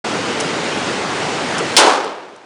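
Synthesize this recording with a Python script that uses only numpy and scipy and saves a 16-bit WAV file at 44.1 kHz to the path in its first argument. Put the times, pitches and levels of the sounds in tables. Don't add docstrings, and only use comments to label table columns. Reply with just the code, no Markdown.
import sys
import numpy as np
from scipy import signal
from scipy.fft import rfft, irfft
from scipy.io import wavfile
from scipy.ndimage import uniform_filter1d

SR = 44100
rng = np.random.default_rng(int(sys.argv[2]) if len(sys.argv) > 2 else 0)


def generate_wav(signal):
    frames = np.transpose(np.atleast_2d(signal))
    scaled = np.clip(frames, -1, 1) * 32767
    pcm = np.round(scaled).astype(np.int16)
    wavfile.write(sys.argv[1], SR, pcm)


N = 108045
T = np.arange(N) / SR
SHOT_S = 1.7657
TREBLE_LIMIT_HZ = 10080

# f/Hz, relative level/dB
HALL_TONE = [(30, -46), (90, -39.5), (150, -22), (270, -12), (380, -0.5), (520, -1.5), (800, -0.5),
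             (1300, -3), (1900, -8.5), (3000, -11), (5500, -18.5), (9800, -29.5)]


def amp(db):
    return 10 ** (np.asarray(db) / 20)


def unit(x):
    return x / np.sqrt(np.mean(x ** 2) + 1e-20)


def look_up(table, hz):
    row_hz, value = np.transpose(table)
    return np.interp(np.log(hz + 1), np.log(row_hz + 1), value)


def colour(x, tone):
    hz = np.fft.rfftfreq(N, 1 / SR)
    return unit(irfft(rfft(x) * amp(look_up(tone, hz)) * (hz < TREBLE_LIMIT_HZ), N))


def swell(age, rise_s):
    return 1 - np.exp(-np.maximum(age, 0) / rise_s)


def fade(age, fade_s, hold_s=0):
    return (age >= 0) * np.exp(-np.log(1000) * np.maximum(age - hold_s, 0) / np.maximum(fade_s, 1e-3))


def echoes():
    return rng.standard_normal(N) * amp(1.5 * rng.standard_normal(N)) * (rng.random(N) < .2)


def ventilation():
    # f/Hz, relative level/dB
    air_tone = [(15, -58), (25, -30), (48, -34), (92, -12.5), (159, -4.5), (304, -0.5), (390, -2.5),
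                (442, 0), (676, -5.5), (728, -3.5), (1170, -7), (1470, -7.5), (2410, -10), (6720, -20.5),
                (9780, -28.5), (12700, -62), (21500, -120)]
    bands = signal.stft(rng.standard_normal(N), nperseg=1024, noverlap=768)[2]
    patches = uniform_filter1d(rng.standard_normal(bands.shape), size=8, axis=0)
    patches = unit(uniform_filter1d(patches, size=10, axis=1))
    flutter = unit(uniform_filter1d(rng.standard_normal(bands.shape[1]), size=10))
    waver_db = 1.26 * patches + 0.32 * flutter
    air = signal.istft(bands * amp(waver_db), nperseg=1024, noverlap=768)[1][:N]
    return amp(-20.5) * colour(air, air_tone)


def metal_clicks():
    # t/s, level/dB
    hits = [(.402, -16.5), (.408, -19.5), (1.5825, -19.5), (1.589, -25), (2.044, -1), (2.362, -17)]
    # f/Hz, relative level/dB
    tick_tone = [(500, -36), (2500, -19), (4400, -8), (5400, 0.5), (7200, -5), (9500, -6)]
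    # f/Hz, level against the tick/dB, fade time/s
    steel_notes = [(5263, -13, 0.083), (5850, -24, .12), (8650, -16.5, 0.031)]
    tick = colour(rng.standard_normal(N), tick_tone)
    out = np.zeros(N)
    for start_s, db in hits:
        age = T - start_s
        ring = sum(amp(note_db) * np.sin(2 * np.pi * hz * age) * fade(age, fade_s)
                   for hz, note_db, fade_s in steel_notes)
        out += amp(db) * (tick * fade(age, fade_s=.028) + ring)
    return out


def far_knocks():
    # t/s, level/dB, middle f/Hz
    blows = [(0.56, -18.5, 400), (1.561, -21, 1120), (1.593, -20, 1120), (1.604, -18, 395)]
    width_octaves = 0.49
    octave = np.log2(np.fft.rfftfreq(N, 1 / SR) + 1)
    out = np.zeros(N)
    for start_s, db, hz in blows:
        age = T - start_s
        band = np.exp(-.5 * ((octave - np.log2(hz)) / width_octaves) ** 2)
        body = unit(irfft(rfft(rng.standard_normal(N)) * band, N))
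        out += amp(db) * body * swell(age, rise_s=0.0028) * fade(age, fade_s=0.2)
    return out


def shot_crack():
    # f/Hz, relative level/dB
    crack_tone = [(40, -41), (260, -35), (480, -11), (1000, -14), (2000, -8.5), (3200, -4), (4800, -3),
                  (6500, -8), (9800, -10)]
    # t after the shot/s, level/dB
    wall_slaps = [(.03, 21.5), (0.136, 7)]
    age = T - SHOT_S
    crack_level = amp(26.5) * fade(age, fade_s=0.16, hold_s=0.018)
    slap_level = sum(amp(db) * swell(age - delay, rise_s=0.0022) * fade(age - delay, fade_s=0.05)
                     for delay, db in wall_slaps)
    return crack_level * colour(echoes(), crack_tone) + slap_level * colour(echoes(), HALL_TONE)


def hall_boom():
    # f/Hz, hold time/s
    boom_holds = [(200, .15), (450, 0.069), (900, 0.097), (2000, 0.041), (8000, 0.11)]
    # f/Hz, fade time/s
    boom_fades = [(100, 1), (400, 0.84), (1000, 0.73), (2000, 0.68), (4500, 0.61), (9500, 0.43)]
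    # f/Hz, fade time/s
    tail_fades = [(200, 1.7), (1000, 1.66), (3500, 1.38), (8000, 1.3)]
    hz, t, bands = signal.stft(colour(echoes(), HALL_TONE), SR, nperseg=256, noverlap=192)
    age = np.maximum(t - SHOT_S, 0)
    boom = amp(23.5) * fade(age, look_up(boom_fades, hz)[:, None], look_up(boom_holds, hz)[:, None])
    tail = amp(8) * fade(age, look_up(tail_fades, hz)[:, None])
    hall = signal.istft(bands * np.hypot(boom, tail), SR, nperseg=256, noverlap=192)[1][:N]
    return hall * swell(T - SHOT_S, rise_s=0.01)


def gain_control(x):
    limit_db, recover_db_per_s, listen_s = -2.5, 6, 0.0062
    size = int(listen_s * SR)
    power = signal.fftconvolve(x ** 2, np.ones(size) / size)[size // 2:][:N]
    over_db = np.maximum(10 * np.log10(abs(power) + 1e-12) - limit_db, 0)
    recovery_db = recover_db_per_s * T
    cut_db = np.maximum.accumulate(over_db + recovery_db) - recovery_db
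    return x * amp(-cut_db)


def overload(x):
    ceiling, hardness, bass_cut_hz = .98, 6, 400
    rounded = x / (1 + abs(x / ceiling) ** hardness) ** (1 / hardness)
    bass_cut = signal.butter(2, bass_cut_hz, "highpass", fs=SR, output="sos")
    return x - signal.sosfiltfilt(bass_cut, x - rounded)


def scene():
    return (ventilation() + metal_clicks() + far_knocks() + shot_crack() + hall_boom())[None]


def record(dry):
    on_s, rise_s = .041, 0.0064
    x = dry[0] * np.clip((T - on_s) / rise_s, 0, 1)
    x = overload(gain_control(x))
    treble_cut = signal.firwin(601, TREBLE_LIMIT_HZ, window=("kaiser", 9), fs=SR)
    x = signal.fftconvolve(x, treble_cut, "same")
    return np.clip(x, -1, 1)[None]


dry = scene()
out = record(dry)
generate_wav(out)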